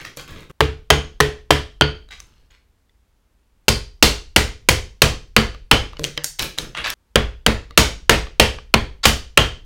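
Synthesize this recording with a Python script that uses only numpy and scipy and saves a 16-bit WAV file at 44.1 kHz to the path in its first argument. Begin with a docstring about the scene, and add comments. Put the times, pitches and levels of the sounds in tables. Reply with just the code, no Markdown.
"""Chiselling at the bench vise

Over low workshop air, a blade pries and scrapes (rough noise) and chips snap off (short bursts with a pitch).
Then a steel hammer drives a chisel through the sawn teeth of a wooden blank, in three quick runs.
Each blow layers a crack, splitting fibres, ringing steel, a booming bench and a diffuse room tail.
The close microphone overloads: whatever goes beyond full scale is clipped flat."""
import sys
import numpy as np
from scipy import signal
from scipy.fft import rfft, irfft, next_fast_len
from scipy.io import wavfile
from scipy.ndimage import map_coordinates

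SR = 44100
rng = np.random.default_rng(int(sys.argv[2]) if len(sys.argv) > 2 else 0)


def bounce(signal):
    """Save signal as a 16-bit WAV file at the path given by the first command-line argument."""
    frames = np.transpose(np.atleast_2d(signal))
    limited = np.clip(frames, -1, 1)
    pcm = np.round(limited * 32767).astype(np.int16)
    wavfile.write(sys.argv[1], SR, pcm)


N = 425565
# the time base of one sound event, three quarters of a second
T = np.arange(SR * 3 // 4) / SR

# workshop air spectrum: f/Hz, density/dB
AIR_SPECTRUM = [(12, -32.5), (20, -2.5), (58, 2.5), (138, -17.5), (222, -16.5), (718, -27.5), (873, -24),
                (1000, -27), (16000, -42.5)]
# workshop reverberation: f/Hz, t60/s
ROOM_DECAY = [(60, 0.54), (250, 0.34), (800, .28), (3000, 0.32), (6000, 0.34), (13000, .22)]
# moments at which every sound but the air is cut off: t/s
CUTOFFS = [0.515, 6.94]

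# blade and loose chips scraping along the sawn teeth, levels before each layer's trim:
# t/s, length/s, rasp/dB, hiss/dB, rumble of the blank/dB
SCRAPES = [(0.0, 0.011, -33, -39, -36), (0.047, 0.023, -34.5, -38, -41), (0.169, 0.036, -36.5, -38, -39),
           (0.276, 0.15, -39.5, -47.5, -35.5), (0.495, 0.008, -39, -50, -28.5),
           (2.105, 0.04, -38.5, -43.5, -54), (2.199, 0.26, -60, -62.5, -57.5),
           (2.503, 0.048, -53.5, -60, -66), (5.989, 0.065, -52, -61, -28), (6.39, 0.037, -23, -22.5, -25.5),
           (6.575, 0.068, -36.5, -48, -29.5), (6.748, 0.042, -27, -45, -45),
           (6.768, 0.041, -24.5, -54, -35), (6.84, 0.031, -18.5, -27, -36), (9.031, 0.031, -20, -17, -33)]
# spectra of the scrape layers: f/Hz, density/dB
RASP_SPECTRUM = [(200, -31), (600, -7.5), (900, -2), (1500, 2), (3200, 0.5), (5500, -20), (10000, -25),
                 (16000, -79.5)]
HISS_SPECTRUM = [(1000, -49.5), (4000, 8), (6500, 0.5), (10000, -15.5), (16000, -26)]
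RUMBLE_SPECTRUM = [(40, 8.5), (100, 2.5), (150, 6.5), (200, -3.5), (320, -0.5), (500, -2), (750, -19),
                   (2000, -35)]

# chips snapping off under the prying blade; knock is relative to level, treble is a shelf boost:
# t/s, level/dB, knock/dB, treble/dB, pitch f/Hz
CHIPS = [(0.048, -16.5, -42.5, -15, 1850), (0.17, -33.5, -1, 17.5, 9200), (2.087, -33, -45, -18, 3900),
         (2.201, -32, -41, 1.5, 1164), (2.507, -42, -25, -28, 6760), (2.893, -46.5, -30.5, -25, 3470),
         (5.968, -21.5, -38, -28, 2940), (5.993, -20, -5.5, -13, 1024), (6.04, -4.5, -24.5, -8, 2860),
         (6.047, -7, -28.5, -14, 3140), (6.175, -4, -25, -34, 3110), (6.242, -9, -31, 10, 6600),
         (6.393, -7, -42, -9, 2970), (6.584, -4, -33, -4.5, 3900), (6.772, -8.5, -36, -25, 2130),
         (6.901, -13.5, -40, 3.5, 3340)]
# chip colour: f/Hz, density/dB
CHIP_SPECTRUM = [(100, -24), (600, -9), (1400, -4.5), (3200, -1), (6000, 1.5), (10000, -6.5), (16000, -15)]
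# dull taps as tool and loose chips settle after a blow: t/s
TAPS = [5.546, 5.931, 7.707, 8.268, 8.585]
# modes of the blank when it is knocked: f/Hz, level/dB, t60/s
BLANK_MODES = [(146, -6.5, 0.37), (306.8, -2, 0.1), (474, -2.5, 0.16), (547, -8.5, 0.1), (558, -7.5, 0.17)]

# hammer blows; treble is a shelf boost on the splintering, ring is relative to level:
# t/s, level/dB, splinter treble/dB, chisel ring/dB, strongest ring f/Hz
BLOWS = [(0.6064, -27, -10.5, -15.5, 3430), (0.9032, -22.5, -5.5, -6.5, 6620),
         (1.2035, -26.5, -3, -12.5, 1860), (1.5062, -23.5, -3.5, -13, 3120), (1.8109, -28, -19.5, 5, 4600),
         (3.6825, -27.5, 6.5, -7, 4720), (4.0258, -21, 8, -11.5, 4400), (4.3622, -23, 4, -14, 2120),
         (4.688, -25.5, 7, -13.5, 2060), (5.0191, -22, 3.5, -17.5, 4460), (5.3648, -21.5, -5, -9, 4520),
         (5.713, -20.5, -3.5, -10, 3030), (7.1574, -25, -10, -11.5, 3360), (7.4639, -24, -5.5, -20.5, 3810),
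         (7.7756, -19, 4.5, -15.5, 6650), (8.095, -18, -2.5, -25.5, 4220), (8.3978, -21.5, 0.5, -10, 2760),
         (8.74, -25, -9.5, -14, 4350), (9.0544, -22, 5.5, -13.5, 2960), (9.3744, -20.5, -5, -7, 3080)]
# splintering wood: f/Hz, density/dB
SPLINTER_SPECTRUM = [(30, -19.5), (150, 1), (450, 6), (750, 3.5), (1400, 1.5), (2200, 2), (3000, 0.5),
                     (5000, -5.5), (7000, -10.5), (10000, -15.5), (16000, -22)]
# the chisel's modes: f/Hz, width/Hz, level/dB
CHISEL_MODES = [(1440, 37, 11.5), (3110, 130, 14), (4640, 300, 10), (6470, 200, 8.5), (8700, 230, 11.5)]
# modes of bench and vise: f/Hz, t60/s, level/dB as first clamped, level/dB with the blank turned round
BENCH_MODES = [(55, 0.41, -3.5, 2), (71.7, 0.32, 6.5, 2.5), (101, 0.33, -3.5, -2.5), (117, 0.24, -10, -0.5),
               (143.3, 0.23, 8.5, -1), (172, 0.12, -10, 2.5), (221, 0.16, -8.5, 7), (299.5, 0.24, -7.5, -5),
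               (429.3, 0.33, 1.5, -2.5), (459.5, 0.28, -5.5, -5), (512, 0.33, -21, -6),
               (603, 0.16, -15.5, -18.5)]

# every stroke bites at once, eases off and lets go; the blank follows more slowly
BITE_S, EASE_DB_PER_S, RELEASE_T60_S = 0.001, 35.5, 0.12
RUMBLE_RISE_S, RUMBLE_T60_S = 0.019, 0.44
TAP_DB, TAP_KNOCK_DB, TAP_TREBLE_DB, TAP_HZ = -21.5, -25.5, -43.5, 1175
# the blank is turned round in the vise at this time
TURNED_S = 3.4
# the crack is low as the blank is first clamped, and higher once it is turned round
CRACK_HZ, TURNED_CRACK_HZ, CRACK_SPREAD = 1160, 2747, 0.1
# a tooth splits a moment after the edge bites, later under a weak blow (s, log share per dB, log spread)
SPLIT_S, SPLIT_PER_DB, SPLIT_SPREAD = 0.0038, 0.12, 0.16
# bench and vise take up a usual blow at these levels, and only a share of each dB beyond it
USUAL_DB, BENCH_SHARE = -23.5, 0.34
THUMP_DB, TURNED_THUMP_DB, KNOCK_DB, TURNED_KNOCK_DB = -16, -14.5, -15, -19
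# the band limit of the finished sound
TOP_HZ = 16100


def amp(db):
    """Decibels to gain."""
    return 10 ** (np.asarray(db) / 20)


def unit(x):
    """x at rms 1."""
    return x / np.sqrt(np.mean(x ** 2) + 1e-20)


def along(points, hz):
    """A table of frequency and value, read on a log frequency axis."""
    f, v = np.transpose(points)
    return np.interp(np.log(hz + 1), np.log(f + 1), v)


def filtered(x, gain):
    """x shaped by a gain that depends on frequency."""
    padded = next_fast_len(len(x) + 8192)
    spectrum = rfft(x, padded) * gain(np.fft.rfftfreq(padded, 1 / SR))
    return irfft(spectrum, padded)[:len(x)]


def shelf(hz, corner_hz):
    """0 below the corner, 1 above it."""
    return hz ** 4 / (hz ** 4 + corner_hz ** 4)


def bump(hz, centre, width):
    """The power shape of a resonance, 1 at its centre."""
    return 1 / (1 + (2 * (hz - centre) / width) ** 2)


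def wobble(x):
    """A random curve of straight lines, with one knot for each unit of x."""
    return map_coordinates(rng.standard_normal(int(x[-1]) + 2), [x], order=1)


def fade(t60):
    """An exponential decay, 60 dB down after t60 seconds."""
    return np.exp(-np.log(1000) * T / max(t60, 1e-4))


def ring(hz, t60):
    """One struck mode: a dying sine."""
    return np.sin(2 * np.pi * hz * T) * fade(t60)


def noise(spectrum, size):
    """Coloured noise of rms 1."""
    return unit(filtered(rng.standard_normal(size), lambda hz: amp(along(spectrum, hz))))


def burst(t60, clump_db=4, clump_rate=1400):
    """A dying burst of tiny fractures that come in clumps, white in colour."""
    clumps = amp(clump_db * wobble(T * clump_rate))
    return unit(clumps * rng.standard_normal(len(T))) * fade(t60)


def add(track, s, sound):
    """Lay a sound into the track from time s, up to the next cutoff."""
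    start = max(round(s * SR), 0)
    later_cutoffs = [round(cutoff * SR) for cutoff in CUTOFFS if cutoff > s]
    end = min(later_cutoffs + [N, start + len(sound)])
    track[start:end] += sound[:end - start]


def workshop_air():
    """The workshop's low, quiet air: steady coloured noise."""
    return amp(-60.5) * noise(AIR_SPECTRUM, N)


def workshop(build_s=0.0059):
    """The room's answer to a click, of unit energy: a new diffuse tail that builds up, then dies by pitch."""
    hz, t, z = signal.stft(rng.standard_normal(len(T)), SR, nperseg=256)
    decay = np.exp(-np.log(1000) * t / along(ROOM_DECAY, hz)[:, None])
    tail = signal.istft(z * decay, SR, nperseg=256)[1][:len(T)]
    # the tail builds up as the walls are reached
    tail = tail * (1 - np.exp(-T / build_s))
    return tail / np.linalg.norm(tail)


def stroke(length, rise, t60):
    """The pressure of one stroke: it rises, eases off while it is held, and dies away."""
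    held = amp(-EASE_DB_PER_S * T) * (1 - np.exp(-T / max(rise, 1e-4)))
    return held * np.exp(-np.log(1000) * np.maximum(T - length, 0) / max(t60, 1e-4))


def crumbs(rate=70, spread_db=4):
    """Sparse clicks of uneven size as fibres break off under the edge, white in colour."""
    return (rng.random(len(T)) < rate / SR) * amp(spread_db * rng.standard_normal(len(T)))


def scraping(rasp_db=-5, hiss_db=-6, rumble_db=-1, catch_db=5, catch_rate=450, room_db=-3, teeth_db=3.5,
             crumb_db=14):
    """The edge catches and slips on the fibres hundreds of times a second, and the blank rumbles under it."""
    track = np.zeros(N)
    for s, length, rasp, hiss, rumble in SCRAPES:
        catches = unit(amp(catch_db * wobble(T * catch_rate)))
        rasping = amp(rasp + rasp_db) * noise(RASP_SPECTRUM, len(T))
        hissing = amp(hiss + hiss_db) * noise(HISS_SPECTRUM, len(T))
        rub = catches * (rasping + hissing) + amp(hiss + crumb_db) * crumbs()
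        rub = stroke(length, BITE_S, RELEASE_T60_S) * rub
        # the teeth under the edge resonate, and the colour shifts as it passes from one to the next
        here, there = [filtered(rub, lambda hz: amp(teeth_db * wobble(hz / 150))) for _ in range(2)]
        share = (1 + np.tanh(2 * wobble(T * 18))) / 2
        rub = share * here + (1 - share) * there
        echo = signal.fftconvolve(rub, workshop())[:len(T)]
        body = amp(rumble + rumble_db) * noise(RUMBLE_SPECTRUM, len(T))
        body = stroke(length, RUMBLE_RISE_S, RUMBLE_T60_S) * body
        add(track, s, rub + amp(room_db) * echo + body)
    return track


def blank(scatter_db=1.0, detune=0.031):
    """The blank knocked in the vise: a few modes, slightly different in pitch and level each time."""
    return sum(amp(level + rng.normal(0, scatter_db)) * ring(f * (1 + rng.normal(0, detune)), t60)
               for f, level, t60 in BLANK_MODES)


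def chips(snap_db=2, snap_t60=0.012, tone_db=-10, tone_t60=0.027, room_db=9, ripple_db=4.5, lag_s=0.0015,
          tick_db=-14, tick_t60=0.01, tick_ahead_s=0.006):
    """A chip snaps with a short pitch, or settles with a dull tap, and the blank knocks in the vise."""
    track = np.zeros(N)
    taps = [(s, TAP_DB, TAP_KNOCK_DB, TAP_TREBLE_DB, TAP_HZ) for s in TAPS]
    for s, db, knock_db, treble_db, pitch in CHIPS + taps:
        # small random resonances, drawn afresh for each tick and each snap
        colour = lambda hz: amp(along(CHIP_SPECTRUM, hz) + treble_db * shelf(hz, corner_hz=5500)
                                + ripple_db * wobble(hz / 220))
        # the first fibre ticks just before the rest let go
        tick = filtered(burst(tick_t60), colour)
        add(track, s + lag_s - tick_ahead_s, amp(db + tick_db) * tick)
        snap = filtered(amp(snap_db) * burst(snap_t60) + amp(room_db) * workshop(), colour)
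        tone = amp(tone_db) * ring(pitch, tone_t60)
        knock = amp(knock_db) * blank()
        add(track, s + lag_s, amp(db) * (snap + tone + knock))
    return track


def bench(s, thump_db, knock_db, swell_s=0.033, scatter_db=2.5, sway_db=-25, sway_hz=50, shudder_db=-2):
    """The heavy bench takes up the blow slowly and booms; the vise and blank knock at once."""
    turned = s > TURNED_S
    thump = amp(thump_db) * (1 - np.exp(-T / swell_s))
    out = np.zeros(len(T))
    for k, (hz, t60, first_db, turned_db) in enumerate(BENCH_MODES):
        drive = thump if hz < 250 else amp(knock_db)
        db = (turned_db if turned else first_db) + rng.normal(0, scatter_db)
        mode = ring(hz * (1 + rng.normal(0, 0.012)), t60)
        out += (-1) ** k * amp(db) * drive * mode  # neighbouring modes start in opposite phase
    # the whole frame goes on trembling after the boom, less before the blank is turned
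    sway = noise([(10, -4), (30, 0), (sway_hz, 0), (75, -10), (140, -24), (400, -60), (2000, -120)], len(T))
    shudder = amp(shudder_db - (0 if turned else 12)) * fade(0.32) + amp(sway_db) * fade(3.0)
    return out + thump * shudder * sway


def hammer(crack_db=39, crack_t60=0.0063, bite_db=32, bite_t60=0.016, split_db=31, split_t60=0.014, room_db=43,
           lead_db=19, lead_width_hz=150, steel_db=-12.5, steel_t60=0.27, steel_rough=0.43, blank_db=-1):
    """Every blow: a hard crack, fibres that give way a moment later, the chisel's ring and the shaken bench."""
    track = np.zeros(N)
    for s, db, treble_db, ring_db, ring_hz in BLOWS:
        if s > TURNED_S:
            pitch, thump_db, knock_db = TURNED_CRACK_HZ, TURNED_THUMP_DB, TURNED_KNOCK_DB
        else:
            pitch, thump_db, knock_db = CRACK_HZ, THUMP_DB, KNOCK_DB
        harder_db = db - USUAL_DB
        pitch = pitch * np.exp(CRACK_SPREAD * rng.standard_normal())
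        wait_s = SPLIT_S * np.exp(SPLIT_SPREAD * rng.standard_normal() - SPLIT_PER_DB * harder_db)
        # the hammer face on the handle: a few heavily damped modes
        crack = amp(crack_db) * sum(gain * ring(pitch * ratio, crack_t60)
                                    for ratio, gain in [(0.55, 0.49), (1, 0.92), (1.52, 0.54)])
        # the grip and the depth of the cut shift the chisel's modes a little and favour one of them
        modes = [(f * (1 + rng.normal(0, 0.0035)), width, amp(level + ring_db))
                 for f, width, level in CHISEL_MODES]
        modes.append((ring_hz, lead_width_hz, amp(lead_db + ring_db)))
        steel = lambda hz: np.sqrt(1 + sum(gain ** 2 * bump(hz, f, width) for f, width, gain in modes))
        # the more fibres snap, the brighter the break; the vise colours its low end
        vise_db = -(0.5 - BENCH_SHARE) * harder_db
        wood = lambda hz: amp(along(SPLINTER_SPECTRUM, hz) + treble_db * shelf(hz, corner_hz=3860)
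                              + vise_db * bump(hz, 390, 410))
        # the sawn teeth have many small resonances, different for every cut
        teeth = lambda hz: amp(2 * wobble(hz / 90))
        # the edge bites at once, then the tooth splits off
        bite = amp(bite_db) * burst(bite_t60)
        split = amp(split_db) * np.pad(burst(split_t60), (round(wait_s * SR), 0))[:len(T)]
        fracture = bite + split + amp(room_db) * workshop()
        fracture = filtered(fracture, lambda hz: wood(hz) * steel(hz) * teeth(hz))
        # the steel sings on unevenly, wedged in the cut
        singing = amp(steel_db) * sum(gain * wood(f) * ring(f, steel_t60) for f, _, gain in modes)
        singing = singing * (1 + steel_rough * wobble(T * 110))
        shaking = bench(s, thump_db, knock_db) + amp(knock_db + blank_db) * blank()
        shaking = amp(BENCH_SHARE * harder_db) * shaking
        add(track, s, amp(db) * (crack + fracture + singing) + shaking)
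    return track


def scene():
    """The work at the vise over the workshop's air."""
    return (workshop_air() + scraping() + chips() + hammer())[None]


def record(dry):
    """The overloaded input clips flat at full scale; a steep filter then removes what lies above TOP_HZ."""
    clipped = np.clip(dry[0], -1, 1)
    return filtered(clipped, lambda hz: 1 / (1 + (hz / TOP_HZ) ** 120))[None]


dry = scene()
out = record(dry)
bounce(out)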